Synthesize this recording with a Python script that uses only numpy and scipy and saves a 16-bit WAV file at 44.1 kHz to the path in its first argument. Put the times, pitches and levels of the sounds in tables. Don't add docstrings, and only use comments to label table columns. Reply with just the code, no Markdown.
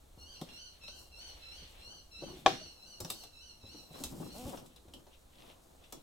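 import sys
import numpy as np
from scipy import signal
from scipy.fft import rfft, irfft, next_fast_len
from scipy.io import wavfile
from scipy.ndimage import map_coordinates

SR = 44100
rng = np.random.default_rng(int(sys.argv[2]) if len(sys.argv) > 2 else 0)


def nominal_scale(level):
    x = np.asarray(level, float) / 20
    return 10 ** x


def generate_wav(sig):
    pcm = np.round(np.clip(np.atleast_2d(sig).T, -1, 1) * 32767).astype(np.int16)
    wavfile.write(sys.argv[1], SR, pcm)


N = 265482

# (frequency [Hz], width [Hz], level [dB])
BOX = [(147, 83, -4), (267, 76, 0.5), (333, 80, 0), (524, 112, -2.5), (730, 227, -5), (1159, 600, -12)]
# (frequency [Hz], width [Hz], level [dB])
PLASTIC = [(2820, 650, 3), (3860, 660, 2), (5750, 275, 2.5)]
# (frequency [Hz], density [dB per Hz])
SIZZLE = [(3000, -23.5), (5000, -5.5), (6500, -9), (7500, -4.5), (10500, -10), (12000, -8.5),
          (15800, -13.5)]
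NEAR_LEFT = nominal_scale([[.8], [-.8]])


def unit(x):
    return x / np.sqrt(np.mean(x ** 2) + 1e-20)


def along(points, hz):
    f, v = np.transpose(points)
    return np.interp(np.log(hz + 1), np.log(f + 1), v)


def curves(rows):
    s, *cols = np.transpose(rows)
    t = np.arange(N) / SR
    return [np.interp(t, s, c) for c in cols[:-1]] + [np.interp(t, s, cols[-1], -150, -150)]


def wobble(rate, size=N):
    knots = rng.standard_normal(int(size * rate / SR) + 4)
    return map_coordinates(knots, [np.arange(size) * rate / SR])


def filtered(x, response):
    n = x.shape[-1]
    m = next_fast_len(n + 8192)
    return irfft(rfft(x, m) * response(np.fft.rfftfreq(m, 1 / SR)), m)[..., :n]


def modes(rows):
    def response(f):
        total = 0
        for k, (centre, width, db) in enumerate(rows):
            resonance = 1j * f * width / (centre * centre - f * f + 1j * f * width)
            total = total + (-1) ** k * nominal_scale(db) * resonance
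        return total
    return response


def band(rows, lo_hz, hi_hz):
    return lambda f: modes(rows)(f) / (1 + (lo_hz / (f + 1)) ** 4) / (1 + (f / hi_hz) ** 4)


def sizzling(f):
    return nominal_scale(along(SIZZLE, f))


def stereo(response):
    # (frequency [Hz], left-right likeness [0 to 1])
    likeness = [(60, 0.97), (130, 1), (290, 0.31), (640, 0.01), (1410, 0.11), (3100, 0.082), (6820, 0.94),
                (15000, 0.79)]

    def shaped(hz):
        alike = np.clip(along(likeness, hz), -1, 1)
        return response(hz) * np.sqrt((1 + alike * [[1], [-1]]) / 2)

    mid, side = filtered(rng.standard_normal((2, N)), shaped)
    return unit(np.array([mid + side, mid - side]))


def grains(rate, spread_db):
    when, sign, luck = rng.random((3, N))
    size = np.minimum(-np.log(luck + 1e-9), 3.5)
    return unit((when < rate / SR) * np.sign(sign - .5) * nominal_scale(spread_db * size))


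def strokes(rows, rest_db=-150, quick=1):
    rise_db_s, fall_db_s = 250 * quick, 170 * quick
    t = np.arange(0, N + 128, 128) / SR
    power = nominal_scale(rest_db) ** 2
    for s, length, db in rows:
        rise = rise_db_s * np.maximum(s - t, 0)
        fall = fall_db_s * np.maximum(t - s - length, 0)
        power = power + nominal_scale(db - rise - fall) ** 2
    return np.interp(np.arange(N) / SR, t, 10 * np.log10(power))


def add(track, s, sound):
    part = track[..., round(s * SR):][..., :sound.shape[-1]]
    part += sound[..., :part.shape[-1]]


def walls(x, slower):
    # (frequency [Hz], T60 [s])
    yard_t60 = [(200, 0.69), (1000, 0.24), (4000, 0.47), (12000, 0.3)]
    hz, t, z = signal.stft(rng.standard_normal((2, 2 * SR // 5)), SR, nperseg=256)
    decay = nominal_scale(-60 * t / (slower * along(yard_t60, hz)[:, None]))
    tail = signal.istft(z * decay, SR, nperseg=256)[1]
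    return signal.fftconvolve(x[None], tail / np.linalg.norm(tail[0]), axes=1)


def air():
    # (frequency [Hz], density [dB per Hz])
    spectrum = [(22, -6), (66, -14), (189, -21.5), (672, -22.5), (900, -27.5), (1450, -30.5), (2000, -35),
                (3000, -32.5), (4200, -29.5), (4950, -38.5), (6000, -33.5), (10000, -36), (14500, -40),
                (16000, -42)]
    hum = nominal_scale(-72 + 2.5 * wobble(1.4)) * stereo(modes([(68.8, 9.3, 0)]))
    level = -64 + 0.25 * wobble(2.955)
    return hum + nominal_scale(level) * stereo(lambda f: nominal_scale(along(spectrum, f)))


def bird():
    # (time [s], time to the step up [s], low pitch [Hz], effort below [dB], effort above [dB])
    calls = [(.175, .095, 1420, -64.5, -63), (.485, .095, 1365, -59.5, -63.5),
             (.805, .09, 1325, -58.5, -64), (1.11, .09, 1355, -59.5, -62), (1.4, .14, 1330, -61.5, -65),
             (1.77, .115, 1365, -64, -65.5), (2.105, .105, 1325, -58.5, -65), (2.5, .085, 1370, -62, -63),
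             (2.765, .09, 1320, -65, -66.5), (3.06, .07, 1370, -66, -65), (3.32, .09, 1320, -67, -66),
             (3.6, .1, 1305, -66, -67), (3.89, .08, 1310, -69, -78), (4.21, .095, 1330, -69, -68)]
    # (frequency [Hz], level [dB])
    throat = [(1400, -11), (2650, 2.5), (3080, 4), (4100, 5.5), (4600, -2), (5500, -2), (6100, -0.5),
              (7200, -30.5), (8500, -11), (11000, -27)]
    beak_db = [-3, 2, 4, 2, 3]
    upper_s, tired_s, tired_share = .12, 3.85, .5
    upper_hz, wilt_s, wilt_hz_s = 1542, 2.0, 33
    turn_db_s = 1.1
    out = np.zeros((2, N))
    for s, step, low_hz, db, upper_db in calls:
        top_hz = upper_hz - wilt_hz_s * max(s - wilt_s, 0)
        length = step + upper_s * (tired_share if s > tired_s else 1)
        t = np.arange(int(length * SR)) / SR
        bends = [0, .035, step - .025, step + .015, max(length - .065, step + .03), length]
        pitches = [1.025 * low_hz, low_hz, 1.025 * low_hz, top_hz, .985 * top_hz, .89 * top_hz]
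        crack = np.interp(t, [step - .01, step + .02], [.009, .026])
        pitch = np.interp(t, bends, pitches) * (1 + crack * wobble(150, len(t)))
        when = [0, step - .035, step - .01, step + .02, length]
        level = np.interp(t, when, [db, db, db - 2.5, upper_db + 1.5, upper_db - 5])
        level = level + np.interp(t / length, [0, .04, .9, 1], [-21, -2.5, 2, -9.5])
        level = level + 1.5 * wobble(25, len(t))
        phase = 2 * np.pi * np.cumsum(pitch) / SR
        call = np.zeros(len(t))
        for k in range(1, 8):
            hoarse = 1 + .42 * wobble(260, len(t))
            opening_db = (k > 2) * (np.interp(t, when, beak_db) + turn_db_s * s)
            call += hoarse * nominal_scale(level + along(throat, k * pitch) + opening_db) * np.sin(k * phase)
        add(out, s, nominal_scale(-4) * np.array([call, np.roll(call, 21)]))
        add(out, s, nominal_scale(2.5) * walls(call, slower=.98))
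    return out


def sway():
    # (time [s], length [s], level [dB])
    leans = [(0, .3, -57), (.45, .3, -60), (.92, .9, -58), (2.0, .4, -59), (3.0, .45, -64),
             (4.05, .03, -47), (4.14, .02, -53), (4.31, .03, -51), (4.45, .03, -45), (4.95, .03, -61),
             (5.2, .15, -62), (5.68, .34, -64)]
    rest_db = [-77, -73, -70, -79][2]
    level = strokes(leans, rest_db) + 2.5 * wobble(6) - 4
    return nominal_scale(level) * stereo(modes([(30, 32, -1.5), (68.4, 25, .1)]))


def handling():
    # (time [s], length [s], force [dB], weight on the box [dB], slide of the skin [dB])
    drags = [(.19, .17, -69, -1, -6), (.42, .12, -65, 2, -3), (.96, .07, -64, -5, -1),
             (1.18, .22, -65, -8, -5), (1.5, .35, -67.5, -8, -3.5), (1.91, .04, -66, 1, -8),
             (2.24, .05, -62, 10, -8), (2.33, .08, -65, 2, -3), (2.48, .06, -59, 12, -9),
             (2.66, .3, -71, -2, -4), (3.02, .06, -62, -15, -8), (3.1, .11, -65, -5, 4),
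             (3.68, .16, -66, 3, -5), (3.95, .04, -57.5, -2, -5), (4.01, .04, -63, 8, 7),
             (4.12, .06, -62, 12, 0), (4.21, .07, -57, 10, -5), (4.36, .06, -60, 3, 3),
             (4.44, .05, -60, 10, 2), (4.52, .05, -57, 0, -3), (4.62, .05, -63, 5, -11),
             (4.95, .05, -68, 9, -10), (5.4, .12, -63, -3, -9), (5.55, .45, -70, -2, -8)]
    rest_db = [-77, -73, -70, -79]
    rumble_db = strokes([(s, length, db + weight) for s, length, db, weight, _ in drags], rest_db[0])
    scrape_db = strokes([row[:3] for row in drags], rest_db[1])
    hiss_db = strokes([(s, length, db + slide) for s, length, db, _, slide in drags], rest_db[3])
    lumps = wobble(25)
    effort = np.clip((scrape_db + 72) / 14, 0, 1)
    rumble = nominal_scale(rumble_db + 1.1 * lumps) * stereo(band(BOX, 70, 420))
    scrape_db = scrape_db + effort * (2.1 * lumps + 4.1 * wobble(60))
    scrape = nominal_scale(scrape_db) * stereo(band(BOX, 370, 1900))
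    slips = unit(filtered(grains(3100, spread_db=7), sizzling))
    hiss = nominal_scale(hiss_db + 1.5 * wobble(30)) * (0.88 * stereo(sizzling) + 0.73 * slips)
    return (rumble + scrape + hiss) * NEAR_LEFT


def picking():
    # (time [s], length [s], level [dB])
    picks = [(.33, .03, -76), (.48, .08, -70), (.75, .13, -77), (1.22, .6, -70), (2.22, .06, -72),
             (2.35, .06, -69), (2.62, .05, -74), (3.1, .1, -78), (3.65, .12, -78), (3.95, .15, -71),
             (4.17, .42, -73), (5.35, .17, -74), (5.83, .04, -76)]
    level = strokes(picks, rest_db=-94) + 7 + 1.5 * wobble(40)
    return nominal_scale(level) * stereo(band([(1920, 2700, -6.0), (3570, 1200, 1)], 1300, 5500)) * NEAR_LEFT


def knocks():
    # (time [s], peak [dB], pitch of the loudest panel [Hz], T60 [s])
    pushes = [(0.171, -50.5, 111, 0.096), (0.413, -36.5, 164, 0.095), (0.881, -54.5, 587, 0.058),
              (1.619, -51.5, 161, 0.11), (1.871, -49, 80.7, 0.066), (2.221, -33.5, 342, 0.04),
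              (2.233, -31.5, 556, 0.045), (2.299, -44, 361, 0.11), (2.329, -49.5, 371, 0.24),
              (2.367, -50, 353, 0.1), (2.612, -46, 624, 0.071), (2.656, -49, 80.7, 0.093),
              (3.002, -41.5, 339, 0.06), (3.01, -37, 102, 0.08), (3.045, -41, 167, 0.12),
              (3.634, -46, 94, 0.11), (3.744, -45.5, 297, 0.07), (3.906, -46.5, 160, 0.11),
              (3.949, -49, 146, 0.12), (4.002, -43, 268, 0.22), (4.125, -45.5, 224, 0.18),
              (4.199, -40.5, 162, 0.14), (4.454, -26, 96.9, 0.027), (4.469, -40, 278, 0.074),
              (4.851, -56, 329, 0.088), (4.877, -51, 96.4, 0.073), (5.97, -49, 326, 0.084)]
    out, t = np.zeros((2, N)), np.arange(SR // 5) / SR
    for s, db, hz, t60 in pushes:
        noise = rng.standard_normal(len(t))
        body = unit(filtered(noise, lambda f: modes(BOX)(f) / (1 + 1j * f / 800) ** 2))
        panel = np.sin(2 * np.pi * hz * t) + 0.59 * body
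        envelope = nominal_scale(db + 1.5 - 60 * t / max(t60, .01)) * (1 - np.exp(-t / 0.0027))
        add(out, s, envelope * panel * NEAR_LEFT)
    return out


def creak():
    # (time [s], length [s], level [dB])
    pulls = [
        (4.39, .16, -61),
        (4.66, .12, -72),
        (5.135, .02, -63.5),
        (5.4, .12, -67),
        (5.845, .01, -64),
        (5.92, .1, -74),
    ]
    level = strokes(pulls, quick=2.5) + 2.1 * wobble(40)
    return nominal_scale(level) * stereo(band(PLASTIC, 1200, 4600)) * NEAR_LEFT


def squeak():
    # (time [s], pitch [Hz], level [dB])
    glide = [
        (3.8, 10900, -82),
        (3.85, 11900, -78),
        (3.89, 12100, -79),
        (3.97, 11700, -84),
        (3.99, 11500, -93),
    ]
    hz, db = curves(glide)
    return nominal_scale(db + 3 + 3.3 * wobble(80)) * np.sin(2 * np.pi * np.cumsum(hz) / SR)


def teeth():
    # (time [s], teeth a second [Hz], level [dB])
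    pull = [
        (4.35, 187.3, -61),
        (4.398, 249.7, -58.5),
        (4.45, 252.2, -60),
        (4.48, 293.7, -55.5),
        (4.526, 189.3, -65),
        (4.55, 180.7, -59.5),
    ]
    rate, db = curves(pull)
    passed = np.cumsum(rate * (1 + 0.01005 * wobble(120))) / SR
    ticks = np.diff(np.floor(passed), prepend=0)
    edge = [(252, 79, -0.41), (550, 116, 0.24), (740, 190, -1.1)]  # (frequency [Hz], width [Hz], level [dB])
    uneven = ticks * nominal_scale(0.87 * wobble(250))
    buzz = unit(filtered(uneven, lambda f: modes(edge)(f) / (1 + 1j * f / 1100) ** 2))
    return nominal_scale(db + 7.5) * buzz


def pawl():
    # (time [s], peak [dB])
    slips = [(5.3038, -65), (5.3348, -57), (5.3552, -57), (5.3847, -51), (5.4041, -49), (5.4216, -47),
             (5.4314, -56), (5.4655, -51.5), (5.4999, -48), (5.5114, -53), (5.8401, -51)]
    out, t = np.zeros((2, N)), np.arange(SR // 30) / SR
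    for s, db in slips:
        noise = rng.standard_normal(len(t))
        tick = unit(filtered(noise, lambda f: modes([(3000, 2300, 0)])(f) ** 2)) * nominal_scale(-60 * t / .02)
        add(out, s, nominal_scale(db - 5.5) * tick * NEAR_LEFT)
    return out


def snaps():
    # (time [s], peak [dB], thud [dB], sizzle [dB], pitch of the free end [Hz])
    releases = [(0.413, -41, -1.5, -7.5, 3800), (0.4877, -48.5, -7, -28, 2820),
                (0.8346, -61.5, 4.5, -1, 4020), (0.8794, -46, -4, -12.5, 4130),
                (0.8804, -50.5, -19, -30, 1500), (3.0027, -41, 2.5, 4, 5790), (3.0471, -37, -3, -12, 5600),
                (3.1017, -31.5, -4, 0.5, 3640), (3.236, -48, -0.5, -4, 3720), (3.9884, -56, 8, -2.5, 3970),
                (4.0372, -36, -3.5, 1, 3790), (4.5725, -46, 0, -36.5, 5750), (4.66, -62.5, -5, 4.5, 4030),
                (4.7607, -56, 1, -3, 3940), (4.8822, -64, 8, -6, 3600), (4.9367, -45.5, -7.5, -8.5, 3050),
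                (5.0662, -59, 8, -22.5, 4110), (5.9238, -41.5, 0.5, -1.5, 5880)]
    out, t = np.zeros((2, N)), np.arange(SR // 6) / SR
    for s, db, thud_db, sizzle_db, hz in releases:
        t60 = max(.032 - .0006 * (db + 50), .005)
        attack = 1 - np.exp(-t / (0.02 * t60))

        def burst(life, response):
            noise = unit(filtered(rng.standard_normal(len(t)), response))
            return noise * nominal_scale(-60 * t / life) * attack

        snap = burst(t60, modes([(hz, 0.055 * hz, .1)])) + nominal_scale(-1.5) * burst(t60, modes(PLASTIC))
        snap = snap + nominal_scale(sizzle_db + 5.5) * burst(1.1 * t60, sizzling)
        snap = nominal_scale(db - 3.5) * (snap + nominal_scale(thud_db) * burst(2.5 * t60, modes(BOX)))
        add(out, s, snap * nominal_scale([[1.2], [-1.2]]))
        add(out, s, nominal_scale(0.5) * walls(snap, slower=0.47))
    return out


def knife():
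    # (frequency [Hz], level [dB], T60 [s])
    lid_modes = [(95.7, -30, 0.05), (335, -17, 0.13), (390.2, -18, 0.18), (501, -15.5, 0.11),
                 (654.5, -5, 0.058), (740, -3.5, 0.068), (781, -6.5, .09), (992, -10, 0.047),
                 (1100, -1.5, 0.035), (1388, -13.5, 0.034), (1690, -4.5, 0.023), (2410, -9, 0.026),
                 (2850, -31.5, 0.0067), (3470, -6.5, .022), (3280, -7.5, .028), (3640, -8.5, .022),
                 (3750, -14, 0.013)]
    # (frequency [Hz], half of left over right [dB])
    lid_pan = [(300, 1), (750, 1.2), (1100, 2.9), (2400, -.3), (3500, -1)]
    drop_s, drop_db = 2.4612, -4.4
    t = np.arange(SR // 3) / SR
    ring = np.zeros((2, len(t)))
    for hz, level, t60 in lid_modes:
        side_db = along(lid_pan, hz) * np.array([[1], [-1]])
        ring += nominal_scale(level + side_db - 60 * t / t60) * np.sin(2 * np.pi * hz * t)
    blade = modes([(1420, 810, -5), (3550, 910, -1.6), (5795, 1400, -8)])
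    decay = nominal_scale(-6.5 - 60 * t / 0.024) + nominal_scale(-13.5 - 60 * t / 0.36)
    rattle = decay * unit(filtered(rng.standard_normal((2, len(t))), blade))
    blow = ring * (1 - np.exp(-t / 0.00096)) + nominal_scale(-9.5) * rattle
    soft = filtered(ring, lambda f: 1 / (1 + 1j * f / 1200) ** 2)
    out = np.zeros((2, N))
    add(out, drop_s - .0022, nominal_scale(drop_db - 36) * soft)
    add(out, drop_s, -nominal_scale(drop_db - 5.5) * blow)
    add(out, drop_s + .0155, nominal_scale(drop_db - 25.5) * soft)
    add(out, drop_s + .004, nominal_scale(drop_db - 21.5) * walls(blow.mean(0), slower=0.83))
    return out


def scene():
    background = air() + bird() + sway()
    hands = handling() + picking() + knocks()
    strap = creak() + squeak() + teeth() + pawl() + snaps()
    return background + hands + strap + knife()


def roll_off(x):
    return signal.sosfilt(signal.butter(12, 16800, fs=SR, output="sos"), x)


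def record(dry):
    mix = filtered(dry, lambda hz: hz < 15920)
    return roll_off(mix)


dry = scene()
out = record(dry)
generate_wav(out)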